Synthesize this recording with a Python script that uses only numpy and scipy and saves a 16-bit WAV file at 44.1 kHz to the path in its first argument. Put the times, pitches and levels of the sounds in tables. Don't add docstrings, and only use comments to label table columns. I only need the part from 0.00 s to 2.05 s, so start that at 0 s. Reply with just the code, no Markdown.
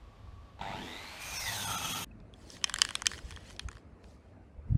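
import sys
import numpy as np
from scipy import signal
from scipy.fft import rfft, irfft
from scipy.io import wavfile
from scipy.ndimage import uniform_filter1d

SR = 44100
rng = np.random.default_rng(int(sys.argv[2]) if len(sys.argv) > 2 else 0)


def boost(x):
    u = np.asarray(x, float) / 20
    return 10 ** u


def log_audio(samples):
    frames = np.atleast_2d(samples).T
    limited = np.clip(frames, -1, 1)
    pcm = np.round(limited * 32767).astype(np.int16)
    wavfile.write(sys.argv[1], SR, pcm)


N = 90228
TIME_S = np.arange(N) / SR

# start_s [s], level_db [dB]
TOOTH_BITE = [
    (1.19, -52.5),
    (1.22, -50.5),
    (1.386, -43.5),
    (1.57, -42.5),
    (1.618, -42.5),
    (1.756, -44.5),
    (1.976, -43),
    (2.045, -46),
]
BITE_IN_S = .018


def unit(x):
    return x / np.sqrt(np.mean(x ** 2) + 1e-20)


def noise():
    return rng.standard_normal(N)


def track(rows):
    s, *columns = np.transpose(rows)
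    return [np.interp(TIME_S, s, column) for column in columns]


def drift(rate_hz):
    r = np.exp(-2 * np.pi * rate_hz / SR)
    settle = 20000
    wander = signal.lfilter([1], [1, -2 * r, r * r], rng.standard_normal(N + settle))
    return unit(wander[settle:])


def colour(x, points):
    hz, db = np.transpose(points)
    f = np.arange(N // 2 + 1) * SR / N + 1
    gain = boost(np.interp(np.log(f), np.log(hz), db, left=-90, right=-90))
    return unit(irfft(rfft(x) * gain, N))


def resonate(x, rows):
    out = 0
    for k, (hz, width_hz, db) in enumerate(rows):
        r = np.exp(-np.pi * width_hz / SR)
        top = [(1 - r * r) / 2, 0, (r * r - 1) / 2]
        bottom = [1, -2 * r * np.cos(2 * np.pi * hz / SR), r * r]
        ring = signal.lfilter(top, bottom, x)
        out = out + (-1) ** k * boost(db) * np.sqrt(SR / width_hz) * ring
    return out


def whine(turns, width_hz):
    phase = 2 * np.pi * turns
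    return drift(width_hz) * np.cos(phase) + drift(width_hz) * np.sin(phase)


def bite_db():
    start_s, start_db = TOOTH_BITE[0]
    level, = track([(start_s - BITE_IN_S, start_db - 12)] + list(TOOTH_BITE))
    return level


def wood_load_db():
    return bite_db() + 54.5


def torque_throb(turns):
    return 1 + .45 * np.cos(2 * np.pi * turns)


def wind():
    # start_s [s], level_db [dB]
    gusts = [
        (0.0, -60),
        (0.04, -49),
        (0.18, -58),
        (0.23, -48),
        (1.21, -59),
        (1.42, -48),
        (1.56, -60),
        (1.82, -49),
        (2.04, -66),
    ]
    # pitch_hz [Hz], level_db [dB]
    rumble = [(12, -39), (20, -12.5), (62, 0.5), (103, -5.5), (124, -15.5), (260, -43.5), (340, -61),
              (570, -120)]
    return boost(track(gusts)[0]) * colour(noise(), rumble)


def site():
    # pitch_hz [Hz], level_db [dB]
    bustle = [(88, -37), (150, 3.5), (393, -5), (535, -5.5), (833, -6), (1160, -13.5), (1380, -15),
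              (3600, -18.5), (15000, -44.5)]
    return boost(-61 + .34 * drift(4.2)) * colour(noise(), bustle)


def far_machine():
    pitch_hz, width_hz, level_db = 1126, 39, -66.5
    return boost(level_db) * unit(resonate(noise(), [(pitch_hz, width_hz, 0)]))


def fan(turns, mesh):
    # pitch_hz [Hz], level_db [dB]
    rush = [(88, -41), (150, -21), (182, -70), (252, -9), (393, -23), (612, -1.5), (1870, -4.5), (2270, -1),
            (15000, -25.5)]
    level_db, start_db, tilt_db = -48, -9.5, -3
    slow = 1 - mesh / mesh.max()
    air = colour(noise(), rush)
    low = signal.sosfilt(signal.butter(2, 8500, fs=SR, output="sos"), air)
    air = low + (air - low) * boost(2 * tilt_db * slow)
    return boost(level_db + start_db * slow) * air * (1 + slow * (torque_throb(turns) - 1))


def gear_rattle(turns, current):
    # pitch_hz [Hz], level_db [dB]
    rattle = [(71, -36), (120, 7), (532, -16.5), (870, 6.5), (1090, -23), (1940, -7), (6000, -31),
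              (7800, -25), (13200, -120)]
    level_db, follows_current = -48.5, .68
    level = boost(level_db + follows_current * (current + 48))
    return level * colour(noise(), rattle) * torque_throb(turns)


def stand_shake(turns, mesh, current):
    # start_s [s], level_db [dB]
    shake = [
        (0.6, -72),
        (0.616, -54),
        (0.836, -39.5),
        (1.118, -57.5),
        (1.4, -55),
        (1.416, -84),
        (1.632, -46.5),
        (2.01, -41),
        (2.045, -46),
    ]
    # pitch_hz [Hz], width_hz [Hz], level_db [dB]
    stand = [(249, 21, -3), (330.6, 28, -6), (429, 65, -4.5)]
    rotor_share, rotor_db, stand_db, hum_db = .128, -1.5, -8, -8
    bogged = np.clip((mesh.max() - mesh) / 900, 0, 1)
    strain = bogged * np.clip(wood_load_db() / 20, 0, 1)
    rotor = boost(rotor_db) * strain * whine(rotor_share * np.cumsum(mesh) / SR, 10.6)
    frame = boost(stand_db) * (1 - .41 * strain) * unit(resonate(noise(), stand))
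    second_hum = boost(hum_db + .97 * (current + 49)) * (1 - strain) * np.sin(4 * np.pi * turns)
    return boost(track(shake)[0]) * (rotor + frame + second_hum)


def hum(turns, current):
    level_db, follows_current = -43.5, .52
    level = boost(level_db + follows_current * (current + 60) + drift(7.1))
    return level * np.sin(2 * np.pi * turns) * np.clip(wood_load_db() / 20, .2, 1) ** 2


def gear_whines(turns, mesh, current):
    # mesh_multiple [ratio], width_hz [Hz], idle_db [dB], current_gain [dB/dB], bite_gain [dB/dB]
    whines = [(1, 95, -58, .1, .4), (1.86, 220, -64.5, .5, .02), (2.75, 200, -74, .1, .0),
              (3.5, 900, -70, .05, .0)]
    # pitch_hz [Hz], width_hz [Hz], level_db [dB]
    guard = [(1225, 97, -1), (1340, 49, 6), (1525, 71, 3.5), (2000, 293, 5.5), (2430, 33, 6),
             (3660, 630, 13.5)]
    patch_db, patch_hz = 2, 25
    gear, load = np.cumsum(mesh) / SR, wood_load_db()
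    lines = 0
    for multiple, width_hz, idle_db, current_gain, bite_gain in whines:
        level_db = idle_db + current_gain * (current + 56.5) + bite_gain * load
        lines = lines + boost(level_db + patch_db * drift(patch_hz)) * whine(multiple * gear, width_hz)
    lines = lines * torque_throb(turns)
    out = lines.copy()
    for hz, width_hz, db in guard:
        out += resonate(lines, [(hz, width_hz, db + 10 * np.log10(width_hz / SR))])
    return out


def housing_knocks(turns, current):
    # pitch_hz [Hz], width_hz [Hz], level_db [dB]
    housing = [(719, 172, 1), (917, 46, 2.5), (1480, 83, -12), (2450, 190, -12), (3700, 250, -4.5)]
    jitter_db, puff_ms, low_noise, high_noise = 2, 4, .3, .8
    ticks = np.diff(np.floor(turns), prepend=0) * boost(jitter_db * drift(130))
    puff = unit(signal.lfilter([1], [1, -np.exp(-1000 / puff_ms / SR)], ticks)) * noise()
    low = resonate(unit(ticks) + low_noise * puff, housing[:2])
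    knocks = low + high_noise * resonate(puff, housing[2:])
    muffle = signal.butter(3, 3850, fs=SR, output="sos")
    return boost(current) * unit(signal.sosfilt(muffle, knocks))


def motor(turns, mesh, current):
    switch_s, click_rise_s, standstill_db = .591, .00089, -8
    out = fan(turns, mesh) + gear_rattle(turns, current)
    out += stand_shake(turns, mesh, current) + hum(turns, current)
    out += gear_whines(turns, mesh, current) + housing_knocks(turns, current)
    out *= np.where(turns < 4.9, boost(standstill_db), 1)
    return out * np.clip((TIME_S - switch_s) / click_rise_s, 0, 1)


def chip_clicks():
    chips_per_s, spread_db = 5000, 1.64
    sizes = boost(spread_db * np.minimum(rng.exponential(1, N), 4)) * rng.choice([-1, 1], N)
    chips = unit(sizes * (rng.random(N) < chips_per_s / SR))
    return unit(chips + .8 * noise())


def blade_ring(drive):
    # pitch_hz [Hz], width_hz [Hz], level_db [dB]
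    plate = [(2620, 130, -8.5), (3340, 96.6, -14), (3750, 240, -10.5), (3950, 130, -30), (5036, 35, -11),
             (5406, 110, -12), (5760, 100, -11.5), (6100, 150, -11), (6260, 65, -7.5), (6590, 58, -7),
             (8390, 400, -10.5), (9230, 49, -14.5), (12300, 440, -18), (14390, 200, -14)]
    small = [(hz, 35, -22) for hz in rng.uniform(1800, 15000, size=22)]
    patch_db, patch_hz = 3.5, 3.3
    return sum(boost(patch_db * drift(patch_hz)) * resonate(drive, [mode]) for mode in plate + small)


def cut(turns, mesh):
    # pitch_hz [Hz], level_db [dB]
    chips = [(59, -18), (100, 2), (208, -5.5), (279, -18.5), (797, -4), (1960, -9.5), (2270, -12),
             (3680, -10), (15000, -17)]
    chips_db, teeth_db, overtone_db = -1.5, -7, -7.5
    click_drive_db, teeth_drive_db = -10, -16.5
    tooth_multiple, sag_hz = 2.38, 90
    clicks = chip_clicks()
    depth = np.clip((mesh.max() - mesh) / sag_hz, 0, 1)
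    tooth = tooth_multiple * np.cumsum(mesh) / SR
    teeth = depth * whine(tooth, 290)
    upper = 0
    for k in range(2, 5):
        audible = k * tooth_multiple * mesh < 15000
        upper = upper + boost(overtone_db + 2.5 * drift(8.6)) * whine(k * tooth, 190) * audible
    sound = boost(chips_db) * colour(clicks, chips) + boost(teeth_db) * (teeth + depth * upper)
    sound += blade_ring(boost(click_drive_db) * clicks + boost(teeth_drive_db) * teeth)
    on = np.clip((TIME_S - TOOTH_BITE[0][0]) / BITE_IN_S, 0, 1)
    pulse = 1 + .029 * np.cos(2 * np.pi * turns)
    return on * boost(bite_db() + .98 * drift(35)) * sound * pulse


def scene():
    # start_s [s], gear_mesh_hz [Hz], current_db [dB], torque_pulse_hz [Hz]
    motor_run = [(.59, 500, -41.5, 104.8), (.608, 616, -47, 98.4), (.613, 657.6, -38, 97.33),
                 (.66, 900, -45.5, 98.6), (.72, 1207, -42.5, 96), (.8, 1669, -50, 96),
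                 (.86, 1866, -57.5, 94.26), (.89, 1936, -64.5, 96.45), (1.05, 2190, -59.5, 98.8),
                 (1.2, 2430, -76, 99.02), (1.335, 2435, -59, 99.75), (1.4, 2230, -67.5, 100.4),
                 (1.5, 1891, -51.5, 101.8), (1.6, 1529, -54, 100.5), (1.7, 1338, -47, 100.4),
                 (1.9, 1299, -53, 98.18), (2.02, 1293, -51, 99.53), (2.05, 1323, -72, 97)]
    first_knock_s = .6125
    mesh, current, pulse_hz = track(motor_run)
    turns = np.cumsum(pulse_hz) / SR
    turns = np.maximum(turns - turns[int(first_knock_s * SR)] + 5, 0)
    background = wind() + site() + far_machine()
    return (background + motor(turns, mesh, current) + cut(turns, mesh))[None]


def thin_moments(dry):
    thin = [
        1.384,
        1.661,
        1.767,
        1.937,
    ]
    length_s, look_hz, safe_hz = .03, 900, 280
    keep_db, keep_db_per_khz, rest_db, kept_gain = .2, .17, -24, .45
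    size = 4096
    out, t = dry.copy(), np.arange(-size // 2, size // 2)
    shape = np.cos(np.pi * np.clip(t / SR / length_s, -.5, .5))
    for s in thin:
        span = int(s * SR) + t
        lines = rfft(dry[0, span] * shape)
        power = uniform_filter1d(abs(lines) ** 2, size=15)
        over = 10 * np.log10(power / uniform_filter1d(power, int(look_hz * size / SR)))
        khz = np.arange(len(over)) * SR / size / 1000
        kept = uniform_filter1d(1. * (over > keep_db + keep_db_per_khz * khz), size=5)
        lines[:int(safe_hz * size / SR)] = 0
        change = kept_gain * kept - (1 - boost(rest_db)) * (1 - kept)
        out[0, span] += irfft(lines * change) * (shape > 0)
    return out


def low_pass(x):
    return signal.sosfilt(signal.butter(12, 15570, fs=SR, output="sos"), x)


def record(dry):
    steep = signal.ellip(12, .3, 60, 15000, fs=SR, output="sos")
    mix = signal.sosfilt(steep, thin_moments(dry))
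    return low_pass(mix)


dry = scene()
out = record(dry)
log_audio(out)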